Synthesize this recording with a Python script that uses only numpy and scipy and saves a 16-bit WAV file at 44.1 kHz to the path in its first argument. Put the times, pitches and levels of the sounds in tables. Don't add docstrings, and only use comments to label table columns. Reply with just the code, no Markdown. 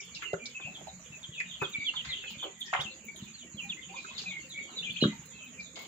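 import sys
import numpy as np
from scipy import signal
from scipy.fft import rfft, irfft, next_fast_len
from scipy.io import wavfile

SR = 44100
rng = np.random.default_rng(int(sys.argv[2]) if len(sys.argv) > 2 else 0)


def to_wav(sig):
    pcm = np.clip(np.atleast_2d(sig), -1, 1) * 32767
    pcm = np.round(pcm).astype(np.int16)
    wavfile.write(sys.argv[1], SR, pcm.T)


N = 258867
TIME = np.arange(N) / SR


def from_db(db):
    return 10 ** (np.asarray(db) / 20)


def rms_one(x):
    return x / np.sqrt(np.mean(x ** 2) + 1e-20)


def at_level(sound, db):
    return from_db(db) * sound / np.sqrt(np.mean(sound[..., :SR // 50] ** 2))


def at_hz(points, hz):
    table_hz, value = np.transpose(points)
    return np.interp(np.log(np.maximum(hz, 1)), np.log(table_hz), value)


def pan(db):
    return from_db(np.array([[.5], [-.5]]) * db)


def add(out, s, sound):
    i = int(np.clip(s * SR, 0, N - 1))
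    out[..., i:i + sound.shape[-1]] += sound[..., :N - i]


def band(x, hz, kind="band", order=2):
    edges = np.clip(np.sort(np.atleast_1d(hz)), 10, .45 * SR).squeeze()
    return signal.sosfilt(signal.butter(order, edges, kind, fs=SR, output="sos"), x)


def drift(rate, size=N):
    knots = np.arange(size) / SR * rate
    count = int(knots[-1]) + 2
    return np.interp(knots, np.arange(count), rng.standard_normal(count))


def colour(x, spectrum):
    size = next_fast_len(N)
    hz = np.arange(size // 2 + 1) * SR / size
    inside = (hz > spectrum[0][0]) * (hz < spectrum[-1][0])
    return rms_one(irfft(rfft(x, size) * from_db(at_hz(spectrum, hz)) * inside, size)[..., :N])


# pitch_hz, likeness
STEREO_LIKENESS = [(100, 0.83), (200, 0.95), (600, 0.42), (1200, 0.18), (2500, -0.062), (16000, -0.18)]


def two_ports(pair):
    size = next_fast_len(pair.shape[1])
    mid, side = rfft(pair, size)
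    alike = np.clip(at_hz(STEREO_LIKENESS, np.arange(len(mid)) * SR / size), -1, 1)
    stereo = np.sqrt((1 + alike) / 2) * mid + np.sqrt((1 - alike) / 2) * side * [[1], [-1]]
    return irfft(stereo, size)[:, :pair.shape[1]]


def brooder(x, first_echo_s=0.0068, t60_s=.25):
    t = TIME[:SR // 2]
    echoes = two_ports(rng.standard_normal((2, len(t)))) * from_db(-60 * t / t60_s)
    echoes = echoes * (t > first_echo_s)
    echoes = echoes / np.sqrt(np.sum(echoes ** 2) / 2)
    return signal.fftconvolve(np.atleast_2d(x), echoes, axes=1)[:, :N]


# pitch_hz, left_minus_right_db
TREBLE_BALANCE = [(4000, 0), (6000, -2), (8000, 0), (9000, 7), (11000, 7), (13000, 0)]


def sided(pair):
    size = next_fast_len(N)
    spectrum = rfft(pair, size)
    hz = np.arange(spectrum.shape[1]) * SR / size
    return irfft(spectrum * pan(at_hz(TREBLE_BALANCE, hz)), size)[:, :N]


# pitch_hz, relative_level_db
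AIR_SPECTRUM = [(20, -35), (45, -15.5), (72, 2), (100, -9), (150, 4.5), (300, -12), (600, -21), (1100, -15),
                (2400, -9.5), (3500, -39), (5000, -20), (7500, -22), (8300, -39.5), (13800, -35),
                (15200, -23)]


def air(level_db=-58.5, waver_db=3.0):
    noise = two_ports(rng.standard_normal((2, N)))
    return from_db(level_db + waver_db * drift(8.1)) * colour(noise, AIR_SPECTRUM)


# pitch_hz, relative_level_db
CHORUS_SPECTRUM = [(5600, -40), (6200, -8), (6550, 15), (6950, 12), (7250, 11), (7550, 7.5), (7850, -4),
                   (8100, -42)]


def insect_chorus(level_db=-58.5, side_db=-11.5):
    return from_db(level_db) * pan(side_db) * colour(rng.standard_normal((2, N)), CHORUS_SPECTRUM)


# first_chirp_middle_s, end_s, chirp_spacing_s
CRICKET_BOUTS = [(.006, .62, .114), (.834, 5.87, .112)]
# time_s, relative_level_db
CRICKET_STRENGTH = [(0, -54), (3, -54), (3.5, -51.5), (4.3, -51), (5, -52.5), (5.87, -53.5)]
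# pitch_hz, relative_level_db
WING_SPECTRUM = [(6050, -3), (6350, 4), (6600, 3.5), (6900, 8.5), (7100, 12.5), (7300, -11), (7600, -27.5),
                 (7900, -32.5)]


def cricket(chirp_s=.06, side_db=-6, tail_db=-9):
    stroke = np.zeros(N)
    for first, end, period in CRICKET_BOUTS:
        for s in np.arange(first, end, period):
            add(stroke, s - chirp_s / 2, np.hanning(int(chirp_s * SR)) ** .5)
    strength_db = np.interp(TIME, *np.transpose(CRICKET_STRENGTH))
    rasp = stroke * colour(rng.standard_normal((2, N)), WING_SPECTRUM) * from_db(strength_db)
    return pan(side_db) * (rasp + from_db(tail_db) * brooder(rasp))


def patter(count=700, level_db=-58, spread_db=4.5, cycles=8, tilt_db_per_octave=-2.46):
    out = np.zeros(N)
    t = TIME[:SR // 8]
    for when, height, strength in rng.random((count, 3)):
        hz = 170 * 11 ** height
        age = t * hz / cycles * np.pi
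        db = spread_db * min(-np.log(1 - strength), 2.5) + tilt_db_per_octave * np.log2(hz)
        ring = np.sqrt(age) * np.exp(-age) * np.sin(2 * np.pi * hz * t)
        add(out, when * N / SR, from_db(db) * ring)
    return from_db(level_db) * rms_one(out + brooder(out))


def rustle(level_db=-15, clump_db=6.5):
    brush = rng.standard_normal((2, N)) * from_db(clump_db * drift(45))
    return from_db(level_db) * rms_one(band(two_ports(brush), [800, 4800], order=4))


# start_s, relative_level_db
CLAW_TICKS = [(.0453, -57), (.2239, -61), (1.618, -54), (1.6915, -58), (2.2265, -62), (2.3077, -59),
              (2.4264, -56.5), (2.598, -51), (2.812, -53), (3.045, -55.5), (3.1572, -54), (3.6066, -63),
              (4.4877, -57), (4.9242, -54), (5.2525, -51), (5.7884, -51), (5.8144, -50)]
# pitch_hz, relative_level_db
TICK_SPECTRUM = [(8300, -10), (10000, 8), (11500, -1.5), (13500, -15.5), (15000, 20), (16000, -5)]


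def wire_ticks(level_db=-72, rise_s=0.0059, room_db=-14, count=90, faint_db=-72,
               spread_db=6.5, grain_db=2.5, uneven_db=11.5):
    scrape = np.zeros((2, N))
    age = TIME[:SR // 8] / rise_s
    faint = []
    for when, strength in rng.random((count, 2)):
        faint.append((when * N / SR, faint_db + spread_db * (2 * strength - 1)))
    for s, db in [*CLAW_TICKS, *faint]:
        grit = from_db(db + grain_db * drift(400, size=len(age)))
        burst = grit * age * np.exp(-age) * rng.standard_normal((2, len(age)))
        bright = from_db(uneven_db * rng.uniform(-1, 1))
        high = band(burst, 12000, "high", order=3)
        low = band(burst, 12000, "low", order=3)
        add(scrape, s, bright * high + low / bright)
    return from_db(level_db) * colour(scrape + from_db(room_db) * brooder(scrape), TICK_SPECTRUM)


def modes(table):
    hz, db, t60 = np.transpose(table)[:, :, None]
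    t = TIME[:SR // 2]
    return from_db(db - 60 * t / t60) * np.sin(2 * np.pi * hz * t)


# pitch_hz, relative_level_db, time_to_fall_60_db_s
FLOOR_MODES = [(76, -14, .2), (147.8, 4.5, .17), (170, -2, .12), (210, 4, .15), (242.7, -3, .12),
               (283, -1.5, .17), (350, -3, .1), (403.7, -6, .08), (485, -6.5, .08), (578, -7, .11)]


def floor_blow(contact_hz, lowest_hz, uneven_db=11.0):
    strengths = from_db(uneven_db * rng.standard_normal(len(FLOOR_MODES)))
    ring = band(strengths @ modes(FLOOR_MODES), contact_hz, "low", order=3)
    return band(ring, lowest_hz, "high", order=3)


# start_s, level_db
FOOTFALLS = [(0.335, -40.5), (0.646, -48), (1.101, -49.5), (1.289, -45.5), (1.615, -40.5), (1.783, -47.5),
             (2.07, -47), (2.368, -51), (2.79, -44), (2.85, -47.5), (3.222, -41.5), (3.543, -44.5),
             (4.898, -46.5), (5.19, -50.5)]
# start_s, level_db, lowest_hz, contact_cutoff_hz
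HEAVY_BUMPS = [(5.025, -22.5, 240, 445), (5.037, -27, 172, 474), (5.054, -21, 162, 310)]


def thumps(room_db=-17, webbed_foot_hz=179):
    out = np.zeros(N)
    for s, db in FOOTFALLS:
        add(out, s, at_level(floor_blow(webbed_foot_hz, lowest_hz=69), db))
    for s, db, lowest_hz, contact_hz in HEAVY_BUMPS:
        add(out, s, at_level(floor_blow(contact_hz, lowest_hz, uneven_db=-2.0), db))
    return out + from_db(room_db) * brooder(out)


def rattle(low_hz, high_hz, t60, rise_s=0.0016, grain_db=1.5, splinter_db=-28):
    t = TIME[:SR // 3]
    grain = from_db(grain_db * drift(606.4, size=len(t)))
    contacts = two_ports(rng.standard_normal((2, len(t))) * grain)
    force = contacts * from_db(-60 * t / t60) * (1 - np.exp(-t / rise_s))
    return band(force, [low_hz, high_hz], order=3) + from_db(splinter_db) * band(force, [200, 3500])


# start_s, level_db, lowest_hz, highest_hz, time_to_fall_60_db_s
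WIRE_SCRATCHES = [(.003, -47, 5000, 6300, 0.13), (.146, -43.5, 3500, 5560, 0.16),
                  (.456, -40.5, 3520, 5800, 0.055), (1.4, -55, 2780, 5400, 0.036),
                  (2.294, -53, 2390, 5160, .25), (2.656, -51, 4500, 6160, 0.24),
                  (2.807, -47.5, 3500, 6500, 0.12), (3.158, -50.5, 3150, 4040, .15),
                  (3.965, -54.5, 2750, 5100, 0.99), (4.178, -37, 3330, 4690, 0.22),
                  (4.214, -48.5, 4180, 6600, 0.14), (5.599, -53.5, 3750, 5300, 0.21),
                  (5.756, -46.5, 2480, 4740, 0.53)]


def scratches(room_db=-5.0, clump_db=2.5):
    out = np.zeros((2, N))
    for s, db, low_hz, high_hz, t60 in WIRE_SCRATCHES:
        sound = rattle(low_hz, high_hz, t60)
        clumps = from_db(clump_db * drift(180, size=sound.shape[1]))
        add(out, s, at_level(sound * clumps, db))
    return out + from_db(room_db) * brooder(out.mean(axis=0))


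# pitch_hz, relative_level_db, time_to_fall_60_db_s
FRAME_MODES = [(381, 22, 0.05), (584, -23, 0.12), (756, 6, 0.1), (825, -36, 0.27), (1052, 2.5, 0.14),
               (1135, -6.5, 0.094), (1322, -4, 0.057), (1770, -18.5, 0.079), (2070, 12, 0.062)]


def frame_ring(force):
    ring = rng.choice([-1, 1], (2, len(FRAME_MODES))) @ modes(FRAME_MODES)
    rung = signal.fftconvolve(force, ring, axes=1)[:, :force.shape[1]]
    return rms_one(rung) * np.std(force)


# start_s, level_db, lowest_hz, highest_hz, time_to_fall_60_db_s
KNOCKS_AND_BURST = [(.221, -38.5, 1220, 2840, 0.12), (.331, -30.5, 344, 735, 0.029),
                    (.336, -39.5, 1200, 1720, 0.06), (0.596, -51, 523, 1980, 0.1),
                    (.668, -53, 580, 845, 0.17), (.769, -55.5, 616, 900, .11), (.806, -51, 396, 810, .13),
                    (.869, -43.5, 596, 870, 0.047), (1.4, -32.5, 1825, 2540, 0.1),
                    (1.616, -33.5, 440, 1760, 0.073), (1.617, -35, 348, 516, 0.087),
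                    (1.627, -38, 1120, 1540, 0.089), (1.936, -47.5, 876, 1620, 0.1),
                    (2.047, -43, 1150, 4200, 0.32), (2.237, -48, 1410, 2210, 0.1),
                    (2.425, -45.5, 596, 1500, 0.24), (2.439, -44.5, 324, 610, 0.16),
                    (2.728, -32, 650, 1190, 0.069), (2.734, -28.5, 980, 2600, .065),
                    (2.748, -29.5, 714, 2270, 0.062), (2.761, -38.5, 2300, 3300, 0.13),
                    (2.77, -38, 940, 1410, 0.054), (2.786, -38, 570, 2100, .2),
                    (3.934, -47, 910, 1114, 0.15), (4.044, -45.5, 1260, 1600, 0.056),
                    (4.1, -54.5, 950, 1160, 0.24), (4.217, -58.5, 300, 490, 0.033),
                    (4.236, -58.5, 500, 1540, 0.021), (4.688, -55, 720, 1530, 0.36),
                    (5.035, -34, 1200, 1640, 0.052), (5.763, -49.5, 380, 1380, 0.43)]


def knocks(room_db=-7.5, ring_db=-5.5):
    out = np.zeros((2, N))
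    for s, db, low_hz, high_hz, t60 in KNOCKS_AND_BURST:
        sound = rattle(low_hz, high_hz, t60)
        if low_hz < 1500:
            sound = sound + from_db(ring_db) * frame_ring(sound)
        add(out, s, at_level(sound, db))
    return out + from_db(room_db) * brooder(out.mean(axis=0))


def whistle(hz, swell, fade, hoarse, overtone_db, waver=0.021, quaver=0.013, flutter_db=3.5,
            rasp_hz=850, rasp_jitter=0.248, rough_waver=0.065):
    size = len(hz)
    u = np.linspace(0, 1, size)
    shake = (waver + rough_waver * hoarse) * drift(699.0, size=size) + quaver * drift(67.7, size=size)
    phase = 2 * np.pi * np.cumsum(hz * (1 + shake)) / SR
    flutter = from_db(flutter_db * drift(249, size=size))
    effort = u ** abs(swell) * (1 - u) ** abs(fade) * flutter
    buzz_hz = rasp_hz * (1 + rasp_jitter * drift(302, size=size))
    buzz = np.sin(2 * np.pi * np.cumsum(buzz_hz) / SR)
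    tone = np.sin(phase) + from_db(overtone_db) * np.sin(2 * phase)
    return rms_one(effort * (1 + hoarse * buzz) * tone)


def arch(length, crest):
    u = np.linspace(0, 1, int(length * SR))
    return .5 * np.cos(np.pi * (u - crest) / max(crest, 1 - crest))


def falling_peep(length, hz, hoarse=0.12, usual_hz=3410, usual_s=0.0524, fall_octaves=0.2773,
                 deepening=2.15, crest=0.198):
    fall = fall_octaves * (usual_hz / hz) ** deepening * np.sqrt(length / usual_s)
    throat = hoarse * min(hz / usual_hz, 1) ** 6
    return whistle(hz * 2 ** (fall * arch(length, crest)), swell=1.3, fade=0.51, hoarse=throat,
                   overtone_db=-35.5, waver=0.0098, flutter_db=2.5)


def murmur(length, hz, rest_hz=2156, settles=.3):
    glide = settles * min(np.log2(rest_hz / hz), 0)
    slide = np.linspace(-.5, .5, int(length * SR))
    return whistle(hz * 2 ** (glide * slide), swell=0.82, fade=0.74, hoarse=0.034,
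                   overtone_db=-33.5, flutter_db=3.0)


def squeal(length, hz, rise, crest=.72):
    return whistle(hz * 2 ** (rise * arch(length, crest)), swell=.55, fade=.65, hoarse=.12,
                   overtone_db=-30, waver=.007, flutter_db=2.0)


def far_ducklings(count=380, spread_db=15, lowest_hz=1850, range_hz=2750, edge_db=-16,
                  shortest_s=0.02, longer_s=.035, direct_db=-3):
    out = np.zeros((2, N))
    for k, (when, size, height, strength, side) in enumerate(rng.random((count, 5))):
        hz = lowest_hz + range_hz * height
        voice = falling_peep if hz > 2500 else murmur
        db = spread_db * strength + edge_db * abs(height - .4)
        call = from_db(db) * voice(shortest_s + longer_s * size, hz)
        start_s = (k + 2 * when - 1) / count * N / SR
        add(out, start_s, pan(20 * (side - .5)) * call)
    return rms_one(brooder(out[0]) + brooder(out[1]) + from_db(direct_db) * out)


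def placed(call, side_db, wet, lag_s=.000075, wall_db=-4, wall_delay_s=0.016):
    wet = np.clip(wet, .02, .98)
    t = TIME[:len(call)]
    shifted = np.interp(t - lag_s * rng.choice([-1, 1]), t, call)
    direct = rms_one(pan(side_db)) * np.array([call, shifted])
    echoes = brooder(call, first_echo_s=0.0035)
    for port in echoes:
        add(port, wall_delay_s * (.5 + rng.random()), from_db(wall_db) * call)
    echoes = pan(side_db / 2) * echoes
    out = echoes * np.sqrt(wet * np.sum(direct ** 2) / np.sum(echoes ** 2))
    add(out, 0, np.sqrt(1 - wet) * direct)
    return out


# start_s, length_s, middle_hz, relative_level_db, left_minus_right_db, reflected_share
FALLING_PEEPS = [(0.134, 0.038, 3950, -51, -2, .7), (0.482, 0.039, 3300, -55, -1, 0.7),
                 (0.606, 0.0245, 3350, -48.5, 0, 0.4), (0.737, 0.031, 3380, -44, 0, 0.56),
                 (0.875, 0.029, 3820, -50, -2, 0.27), (0.992, 0.025, 6020, -54.5, -8, 0.9),
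                 (1.048, 0.028, 3410, -60, -4, 0.04), (1.224, 0.032, 3365, -42, 0, .3),
                 (1.296, 0.07, 2985, -48.5, 1, 0.7), (1.335, 0.038, 3550, -47, -2, 0.5),
                 (1.482, 0.051, 3355, -44, -7, 0.5), (1.521, 0.035, 3400, -44, -5, .55),
                 (1.628, 0.03, 3463, -36.5, -7, 0.53), (1.723, 0.028, 3630, -42.5, -1, 0.06),
                 (1.833, 0.029, 3564, -39.5, -0.5, 0.6), (1.852, 0.052, 3090, -29.5, -5, 0.1),
                 (1.947, 0.04, 3340, -33, -5, 0.47), (1.989, 0.03, 3034, -40.5, -1, 0),
                 (2.081, 0.031, 3950, -41.5, 4, 0.4), (2.098, 0.047, 3406, -34.5, -2, 0.43),
                 (2.155, 0.026, 3080, -42.5, -3, 0.3), (2.261, 0.029, 3140, -41, -6, 0.44),
                 (2.376, 0.035, 3310, -42.5, -5, 0.65), (2.411, 0.041, 3260, -36.5, -1, 0.26),
                 (2.603, 0.029, 3370, -35.5, -8, 0.28), (2.831, .042, 2957, -44.5, 3, 0),
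                 (2.892, 0.04, 4180, -52.5, 0, .45), (3.175, 0.039, 3110, -53, -3, .4),
                 (3.198, 0.048, 3730, -55, -5, .8), (3.33, 0.035, 4290, -49.5, -2, 0.15),
                 (3.361, 0.05, 3690, -57, 4, .5), (3.385, 0.056, 3230, -53, 1, 0.4),
                 (3.567, 0.047, 2980, -39, -6, .2), (3.689, 0.026, 3470, -34.5, -1, 0.07),
                 (3.705, 0.033, 2790, -39.5, -4, 0.11), (3.808, 0.037, 3250, -47.5, -10, 0.5),
                 (3.926, 0.05, 3500, -52, -4, 0.5), (4.088, 0.039, 3640, -51, 2, 0.4),
                 (4.136, 0.057, 3745, -46.5, 4, 0.3), (4.266, 0.065, 3610, -46.5, 1, 0.34),
                 (4.491, 0.048, 3640, -45, -3, 0.5), (4.756, 0.046, 3720, -34.5, -1, .45),
                 (4.999, 0.048, 3930, -30, -3.5, 0.26)]
# start_s, length_s, middle_hz, relative_level_db, left_minus_right_db
SOFT_MURMURS = [(.0, 0.0088, 2290, -39.5, 2), (0.152, 0.029, 2720, -43.5, -7),
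                (0.246, 0.05, 2852, -37.5, -11), (0.292, 0.046, 2030, -51.5, -2),
                (0.389, 0.096, 2333, -47, -3), (0.544, 0.044, 2576, -40.5, -1),
                (0.593, 0.086, 2520, -44.5, 6), (0.645, 0.051, 2684, -41, 1), (1.117, 0.063, 2578, -48, 3),
                (1.376, 0.049, 2500, -35.5, 1), (1.602, 0.048, 2553, -36.5, 7),
                (1.738, 0.04, 2331, -32.5, 0), (1.795, 0.056, 2294, -37, 0), (2.085, 0.044, 2050, -39.5, 3),
                (2.218, 0.063, 2625, -42.5, 0), (2.642, 0.14, 1852, -48, 14), (2.858, 0.035, 2733, -41, -3),
                (3.079, 0.03, 2326, -43, 5), (3.113, 0.031, 2305, -53.5, -2),
                (3.614, 0.044, 2430, -42.5, 3), (3.635, 0.056, 793, -58, -5), (3.888, 0.057, 778, -53, -8),
                (3.766, 0.038, 2062, -47, 3), (3.957, 0.047, 2397, -40.5, -3),
                (4.058, 0.063, 2536, -48, -6), (4.257, 0.04, 2480, -37, 1), (4.307, 0.027, 2270, -38, 6),
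                (4.33, 0.073, 2171, -42, -5), (4.414, 0.06, 2726, -53, 20), (4.537, 0.11, 2260, -39.5, 2),
                (4.853, 0.058, 2430, -39.5, 9), (4.931, 0.098, 2537, -47.5, 6),
                (5.059, 0.094, 2023, -50.5, -4), (5.121, 0.038, 889, -55, 1), (5.323, 0.16, 2597, -51.5, 0),
                (5.576, 0.043, 2390, -43, 1), (5.618, 0.074, 3760, -55, -9), (5.749, 0.094, 2157, -50.5, 8)]
# start_s, length_s, middle_hz, relative_level_db, left_minus_right_db,
# reflected_share, rise_octaves
RISING_SQUEALS = [(2.793, 0.035, 3137, -34, -5, 0.14, 0.39), (4.823, 0.033, 2990, -36, 0, 0.67, 0.37),
                  (4.894, 0.022, 3030, -35.5, -5, 0.27, 0.4), (4.96, 0.0198, 2860, -34.5, 5, .4, 0.406),
                  (5.008, .042, 3030, -30, -7, 0.5, 0.28)]


def near_ducklings(trim_db=-0.5, murmur_wet=0.35):
    out = np.zeros((2, N))
    for s, length, hz, db, side_db, wet in FALLING_PEEPS:
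        add(out, s, from_db(db) * placed(falling_peep(length, hz), side_db, wet))
    for s, length, hz, db, side_db in SOFT_MURMURS:
        add(out, s, from_db(db) * placed(murmur(length, hz), side_db, murmur_wet))
    for s, length, hz, db, side_db, wet, rise in RISING_SQUEALS:
        add(out, s, from_db(db) * placed(squeal(length, hz, rise), side_db, wet))
    return from_db(trim_db) * out


# time_s, level_db
CROWD_EXCITEMENT = [(0, -51), (.7, -61), (1.0, -61.5), (1.3, -60.5), (1.55, -55.5), (2.05, -47.5),
                    (2.3, -50), (2.55, -59.5), (2.85, -51.5), (3.02, -61.5), (3.25, -56.5), (3.55, -61.5),
                    (4.15, -51), (4.6, -58), (4.95, -51), (5.2, -58), (5.87, -59)]


def scene(patter_follows=0.06):
    lively_db = np.interp(TIME, *np.transpose(CROWD_EXCITEMENT))
    background = sided(wire_ticks() + air()) + insect_chorus() + cricket()
    feet = from_db(patter_follows * (lively_db - lively_db.mean())) * patter()
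    crowd = from_db(lively_db) * (far_ducklings() + rustle())
    return background + feet + thumps() + scratches() + knocks() + crowd + near_ducklings()


def record(dry, cutoff_hz=15900):
    return signal.sosfilt(signal.ellip(10, .1, 80, cutoff_hz, fs=SR, output="sos"), dry)


dry = scene()
out = record(dry)
to_wav(out)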